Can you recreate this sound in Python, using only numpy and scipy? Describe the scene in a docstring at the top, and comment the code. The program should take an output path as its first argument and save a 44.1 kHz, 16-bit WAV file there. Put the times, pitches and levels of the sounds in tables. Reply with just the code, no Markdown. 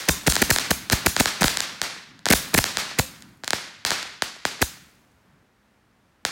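"""A multi-shot firework in a garden at night. Over a distant rumble, an earlier shot is dying away.
Mortar tubes fire in quick succession: a thud, a rush of gas and hissing sparks, a muzzle crack.
Shells crack overhead, the trees scatter every report back, and the thuds return as a dull, far roll.
The recorder delays the bass, so cracks end in a falling chirp, and its limiter ducks at the loud ones.
After a lull, one last shell bursts."""
import sys
import numpy as np
from scipy import signal
from scipy.fft import rfft, irfft
from scipy.io import wavfile
from scipy.ndimage import uniform_filter1d, minimum_filter1d

SR = 44100
rng = np.random.default_rng(int(sys.argv[2]) if len(sys.argv) > 2 else 0)


def transcribe(u):
    """Save the signal u as a 16-bit wav file named by the first command-line argument.

    u: samples, shape (n,) or (channels, n), limited to [-1, 1]; the rate is SR.
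    q: integer samples, one column per channel.
    """
    v = np.clip(np.atleast_2d(u).T, -1, 1)
    q = np.round(v * 32767).astype(np.int16)
    wavfile.write(sys.argv[1], SR, q)


N = 278270
T = np.arange(int(1.5 * SR)) / SR  # seconds into one event and its tail


def undb(db):
    """Decibels to gain."""
    return 10 ** (np.asarray(db) / 20)


def lookup(points, hz):
    """Read (freq_hz, value) points on a log-frequency axis."""
    freqs, values = np.transpose(points)
    return np.interp(np.log(np.maximum(hz, 1)), np.log(freqs), values)


def eq_curve(spectrum, size):
    """Gain per FFT bin from (freq_hz, level_db) points."""
    return undb(lookup(spectrum, np.fft.rfftfreq(size, 1 / SR)))


def fade(t60):
    """Exponential decay by 60 dB in t60 seconds."""
    return np.exp(-np.log(1000) * T / t60)


def noise(spectrum, size=len(T)):
    """Coloured noise of rms 1."""
    coloured = irfft(rfft(rng.standard_normal(size)) * eq_curve(spectrum, size), size)
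    return coloured / np.std(coloured)


def response(spectrum, size=1024):
    """Minimum-phase impulse with the given spectrum."""
    cepstrum = irfft(np.log(eq_curve(spectrum, size)))
    cepstrum[1:size // 2] *= 2
    cepstrum[size // 2 + 1:] = 0
    return irfft(np.exp(rfft(cepstrum)))


def add(track, start_s, sound):
    """Mix a sound into the track, trimming any overhang."""
    start = int(round(start_s * SR))
    sound, start = sound[max(-start, 0):], max(start, 0)
    track[start:start + len(sound)] += sound[:max(N - start, 0)]


# Tone of the night bed: freq_hz, level_db
NIGHT_EQ = [(15, -38.5), (25, -20), (53, -3.5), (137, -4.5), (161, -8.5), (212, -2.5), (430, -12),
            (520, -12.5), (1740, -15.5), (3200, -23.5), (16000, -38)]

def night(level_db=-62, swell_db=1):
    """A bed of distant rumble that swells slowly."""
    swell = np.interp(np.arange(N), np.linspace(0, N, 32), rng.standard_normal(32))
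    return noise(NIGHT_EQ, N) * undb(level_db + swell_db * swell)


def whistling(hiss, spacing_hz=75, streak_db=7.5, top_hz=9500):
    """A burning star sings faintly at many pitches of its own, less so in the high treble."""
    hz = np.fft.rfftfreq(len(hiss), 1 / SR)
    streaks = np.interp(hz / spacing_hz, np.arange(600), rng.standard_normal(600))
    singing = irfft(rfft(hiss) * undb(streak_db * streaks / (1 + (hz / top_hz) ** 2)), len(hiss))
    return singing / np.std(singing)


def tube(sound, pitch_hz=2147, bounce=0.055):
    """Sound runs up and down the short tube, which favours the multiples of its lowest tone."""
    round_trip = np.exp(-2j * np.pi * np.fft.rfftfreq(len(sound), 1 / SR) / pitch_hz)
    return irfft(rfft(sound) / (1 - bounce * round_trip), len(sound))


# Bright hiss of burning powder: freq_hz, level_db
SPARK_EQ = [(100, -6), (500, -12.5), (1500, -18), (2800, -10.5), (4500, -6), (6800, -2), (9000, -4),
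            (15500, -7.5)]

def sparks(flare_t60=0.21, linger_db=-12, linger_t60=0.54, burn_db=-27, burn_t60=1.4, grain_db=2.0):
    """A jet of sparks flares from the tube, fizzes as the star climbs, and crackles as it burns out."""
    flare = fade(flare_t60) + undb(linger_db) * fade(linger_t60)
    jet = flare * tube(whistling(noise(SPARK_EQ)))
    grains = np.repeat(rng.exponential(size=len(T) // 50 + 1), 50)[:len(T)]
    burn = fade(burn_t60) * (1 - T / T[-1]) * undb(grain_db * grains) * noise(SPARK_EQ)
    return jet + undb(burn_db) * burn


# Tone of the scatter off the trees: freq_hz, level_db
FOLIAGE_EQ = [(40, -24), (170, -1), (450, -3), (800, -2), (1700, 2.5), (2900, -0.5), (4500, 2), (6500, -2),
              (9500, -7.5), (15500, -11)]

def foliage(centres_hz):
    """Countless small reflections blur into noise, split into one band per centre."""
    hz = np.fft.rfftfreq(N, 1 / SR)
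    spectrum = rfft(rng.standard_normal(N)) * eq_curve(FOLIAGE_EQ, N)
    crossovers = [lookup(np.c_[centres_hz, solo], hz) for solo in np.eye(len(centres_hz))]
    bands = np.array([irfft(spectrum * crossover, N) for crossover in crossovers])
    return bands / np.std(bands.sum(0))


def blast(pitch_hz):
    """Blast wave: a pressure jump, then a weaker suction; bigger charges are slower."""
    resonance = signal.iirpeak(pitch_hz, Q=.5, fs=SR)
    wave = signal.lfilter(*resonance, signal.unit_impulse(4096))
    return wave / wave.max()


def slap(pitch_hz):
    """A blast wave softened by its bounce off a wall or trunk, peak 1."""
    wave = signal.sosfilt(signal.butter(2, 2 * pitch_hz, fs=SR, output="sos"), blast(pitch_hz))
    return wave / wave.max()


# Decay of the near foliage's echo: freq_hz, t60_s
FOLIAGE_DECAY = [(60, 0.91), (220, 0.57), (600, 0.57), (1800, 0.84), (4500, 0.71), (8000, 0.51),
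                 (15000, 0.16)]

def echoes(reports, rise_s=0.0036, far_db=-25, far_t60=1.1, air_hz=2400,
           wall_s=0.14, wall_db=-1, trunk_db=5, trunk_t60=0.49, trunks=14):
    """Near foliage scatters each report, far trees add a long dull tail, trunks and a house wall slap."""
    octaves_hz = 31.25 * 2. ** np.arange(10)
    bands = foliage(octaves_hz)
    near = np.array([fade(lookup(FOLIAGE_DECAY, hz)) for hz in octaves_hz])
    far = np.array([undb(far_db) * fade(far_t60) / (1 + (hz / air_hz) ** 2) for hz in octaves_hz])
    attack, release = 1 - np.exp(-T / rise_s), np.minimum(1, 2 * (T[-1] - T))
    envelopes = (near + far) * attack * release
    wall, trunk = slap(pitch_hz=800), slap(pitch_hz=1300)
    out = np.zeros(N)
    for start_s, level_db in reports:
        # every report comes from another place and meets other clumps of leaves
        place = rng.integers(N - len(T))
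        clumps_db = np.interp(T, np.linspace(0, T[-1], 150), rng.standard_normal(150))
        scatter = (envelopes * bands[:, place:place + len(T)]).sum(0)
        add(out, start_s, undb(level_db + clumps_db) * scatter)
        add(out, start_s + wall_s * rng.uniform(1.0, 1.05), undb(level_db + wall_db) * wall)
        for lag_s in rng.uniform(.012, 0.27, trunks):
            add(out, start_s + lag_s, undb(level_db + trunk_db - 60 * lag_s / trunk_t60) * trunk)
    return out


# Tone of the low noise before a shot: freq_hz, level_db
LEAD_IN_EQ = [(60, -24), (300, -1), (900, -12), (1800, -10), (3500, -24), (15000, -34)]

def lead_in(length_s):
    """A brief, dull, low noise just before each shot."""
    return (T < length_s) * noise(LEAD_IN_EQ)


# Body of the lift charge: freq_hz, level_db
THUD_EQ = [(20, -25), (40, -5), (65, 8.5), (110, 1), (170, 7), (300, 0), (600, -14), (2000, -39.5),
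           (8000, -87)]

def thud(knock_hz=220, knock_db=3.5, width=0.23):
    """The lift charge's low pulse, peak near 1; every tube adds the same hollow knock."""
    hollow = [(hz, db + knock_db * np.exp(-(np.log(hz / knock_hz) / width) ** 2 / 2))
              for hz, db in THUD_EQ]
    return response(hollow, size=8192) / response(THUD_EQ, size=8192).max()


# Tone of the rushing gas: freq_hz, level_db
GAS_EQ = [(40, -8.5), (200, 7), (450, -10.5), (950, -17), (1800, -3.5), (2600, -5.5), (3400, -17.5),
          (4500, -11.5), (8000, -14.5), (15500, -18)]

def gas_rush(length_s, ramp_s=.001):
    """Gas rushes past the shell: a tightly gated noise, coloured by the tube."""
    gate = np.clip(np.minimum(T, length_s + ramp_s - T) / ramp_s, 0, 1)
    return gate * tube(noise(GAS_EQ))


# Colour of muzzle and shell cracks: freq_hz, level_db
CRACK_EQ = [(100, 7.5), (260, 6), (450, 3.5), (900, 0), (1200, -1.5), (1450, 1), (1750, 2), (2100, -1),
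            (2500, -7), (2850, -7), (3300, -2), (4200, 1.5), (5200, -0.5), (6000, -3), (7000, 0.5),
            (15000, -14)]

def crack(pitch_hz, rounding=8.7, ground_lag_s=.00123, ground_db=-14):
    """A blast wave and its ground bounce, peak 1; the air rounds the front of slow waves most."""
    air = signal.butter(1, min(rounding * pitch_hz, SR / 2.5), fs=SR)
    direct = signal.fftconvolve(signal.lfilter(*air, blast(pitch_hz)), response(CRACK_EQ))
    samples = np.arange(len(direct))
    bounce = np.interp(samples - ground_lag_s * SR, samples, direct, left=0)
    wave = direct + undb(ground_db) * bounce
    return wave / np.abs(wave).max()


def ragged(wave, spread_t60=0.0067, share=.4):
    """Turbulent gas breaks a blast into a leading front and a brief jumble of later ones."""
    fronts = rng.standard_normal(1024) * fade(spread_t60)[:1024]
    fronts *= share / np.linalg.norm(fronts)
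    fronts[0] += 1
    return signal.fftconvolve(wave, fronts)


# Mortar cues, with levels that each layer offsets: crack_s, rush_s, gas_db, thud_db
MORTAR_CUES = [(0.0934, 0.0072, -9, -22), (0.2791, 0.0079, -4.5, -16.5), (0.4253, .009, -13, -28),
               (0.5108, .008, -7, -30), (.713, .0075, -13.5, -28), (.9304, 0.0094, -15, -30),
               (1.0676, 0.0067, -10.5, -28.5), (1.207, 0.0094, -12.5, -37.5), (1.4203, 0.012, -21.5, -30),
               (1.4429, 0.0045, -9.5, -26.5), (2.312, .0105, -12, -25), (2.3352, 0.012, -6, -22),
               (2.5482, .0075, -12, -25.5), (2.588, 0.012, -11.5, -31.5), (2.996, 0.0097, -15, -30.5),
               (4.6252, 0.0092, -16, -32.5)]

def mortars(lead_in_s=0.0076, lead_in_db=-16, thud_gain_db=17, rush_db=1, sparks_db=-10.5,
            muzzle_hz=850, muzzle_db=19):
    """After a dull lead-in, the lift charge thuds, gas and sparks rush out, and the muzzle cracks."""
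    out = np.zeros(N)
    for crack_s, rush_s, gas_db, thud_db in MORTAR_CUES:
        ignition_s = crack_s - rush_s
        add(out, ignition_s - lead_in_s, undb(gas_db + lead_in_db) * lead_in(lead_in_s))
        add(out, ignition_s, undb(thud_db + thud_gain_db) * thud())
        add(out, ignition_s, undb(gas_db + rush_db) * gas_rush(rush_s))
        add(out, crack_s, undb(gas_db + muzzle_db) * ragged(crack(muzzle_hz)))
        add(out, ignition_s, undb(gas_db + sparks_db) * sparks())
    return out


# Dark tone of the returning thuds: freq_hz, level_db
ROLL_EQ = [(40, -12), (80, -5), (125, 1.5), (180, 3), (280, -0.5), (500, -19), (1500, -12.5), (3000, -27),
           (10000, -51.5)]

def distant_roll(rumble_db=-20, rumble_t60=2.0, delay_s=.61, swell_s=0.072, roll_db=-28):
    """Each thud rumbles around the garden and comes back from far away as a soft, dull swell."""
    out = np.zeros(N)
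    swell = T / swell_s * np.exp(1 - T / swell_s)
    for crack_s, _, _, thud_db in MORTAR_CUES:
        add(out, crack_s, undb(thud_db + rumble_db) * fade(rumble_t60) * noise(ROLL_EQ))
        add(out, crack_s + delay_s, undb(thud_db + roll_db) * swell * noise(ROLL_EQ))
    return out


# Shell bursts overhead, at relative levels: start_s, level_db, pitch_hz
SHELL_CUES = [(0.2675, 0.5, 3300), (0.3003, -0.5, 5670), (0.3225, 8, 3327), (0.3549, 2.5, 5440),
              (0.3648, 6.5, 1614), (.5616, 5, 1700), (0.5853, 11, 2590), (.8995, 13, 2324),
              (1.1652, 6, 1427), (1.2575, 9.5, 1700), (1.4204, -1, 950), (1.431, 11, 2006),
              (1.481, 7.5, 2420), (1.5719, 8.5, 3003), (1.6047, 11, 3445), (1.8164, 9.5, 2263),
              (2.192, -31, 2600), (2.2566, 1.5, 2978), (2.2652, 0, 1194), (2.287, 6.5, 3200),
              (2.6412, 10.5, 2390), (2.7711, 10.5, 1950), (3.223, -24.5, 4020), (3.4365, -15, 1100),
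              (3.4443, -15, 3510), (3.478, -4, 2590), (3.506, -1, 3510), (3.5322, 1, 1078),
              (3.8504, 13.5, 2380), (3.906, 9, 2260), (3.9163, -4, 1050), (4.0286, -13, 2920),
              (4.2217, 1, 1410), (4.4523, 1, 1206), (6.251, 5, 1820)]

def shells(crack_db=2, sputter_db=-20, sputter_t60=0.0051):
    """Each shell bursts with one sharp crack and a brief sputter of burning powder."""
    out = np.zeros(N)
    for start_s, level_db, pitch_hz in SHELL_CUES:
        add(out, start_s, undb(level_db + crack_db) * crack(pitch_hz))
        powder = signal.fftconvolve(noise(SPARK_EQ, 2048), blast(pitch_hz))[:2048]
        sputter = fade(sputter_t60)[:2048] * powder / np.std(powder)
        add(out, start_s, undb(level_db + sputter_db) * sputter)
    return out


def scene(shell_send_db=-35.5, send_db_per_octave=-6.5, pivot_hz=2140, mortar_send_db=-22):
    """Shots, bursts and their echoes over the night bed, in mono."""
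    reports = [(-0.035, -29)]  # an earlier shot's echo: start_s, level_db
    # slower blast waves carry more energy into the trees
    reports += [(start_s, level_db + shell_send_db + send_db_per_octave * np.log2(pitch_hz / pivot_hz))
                for start_s, level_db, pitch_hz in SHELL_CUES]
    reports += [(crack_s, gas_db + mortar_send_db) for crack_s, _, gas_db, _ in MORTAR_CUES]
    mix = shells() + mortars() + echoes(reports) + distant_roll() + night()
    add(mix, -.08, undb(-23) * sparks())  # the earlier shot is still fizzing
    return mix[None]


def bass_lag(sound, stages_hz=(62, 115, 290, 560, 1000, 1900, 5000), damping=0.99):
    """All-pass stages about an octave apart: the lower the tone, the later it comes."""
    for hz in stages_hz:
        angle = 2 * np.pi * hz / SR
        feedback = [1 + damping * np.sin(angle), -2 * np.cos(angle), 1 - damping * np.sin(angle)]
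        sound = signal.lfilter(feedback[::-1], feedback, sound)
    return sound


def limiter(sound, ceiling=.66, hold_s=.009, ramp_s=.001):
    """Look-ahead limiter: the gain ramps down before a peak, is held, and springs back."""
    hold, ramp = int(hold_s * SR), int(ramp_s * SR)
    gain = ceiling / np.maximum(np.abs(sound), ceiling)
    held = minimum_filter1d(gain, hold + ramp, origin=hold // 2)
    return sound * uniform_filter1d(held, ramp)


def record(dry, low_cut_hz=34, high_cut_hz=15900):
    """The recorder's chain: bass lag, limiter, low cut and a steep high cut."""
    limited = limiter(bass_lag(dry[0]))
    trimmed = signal.sosfilt(signal.butter(2, low_cut_hz, "high", fs=SR, output="sos"), limited)
    return signal.sosfilt(signal.ellip(8, .2, 70, high_cut_hz, fs=SR, output="sos"), trimmed)[None]


dry = scene()
out = record(dry)
transcribe(out)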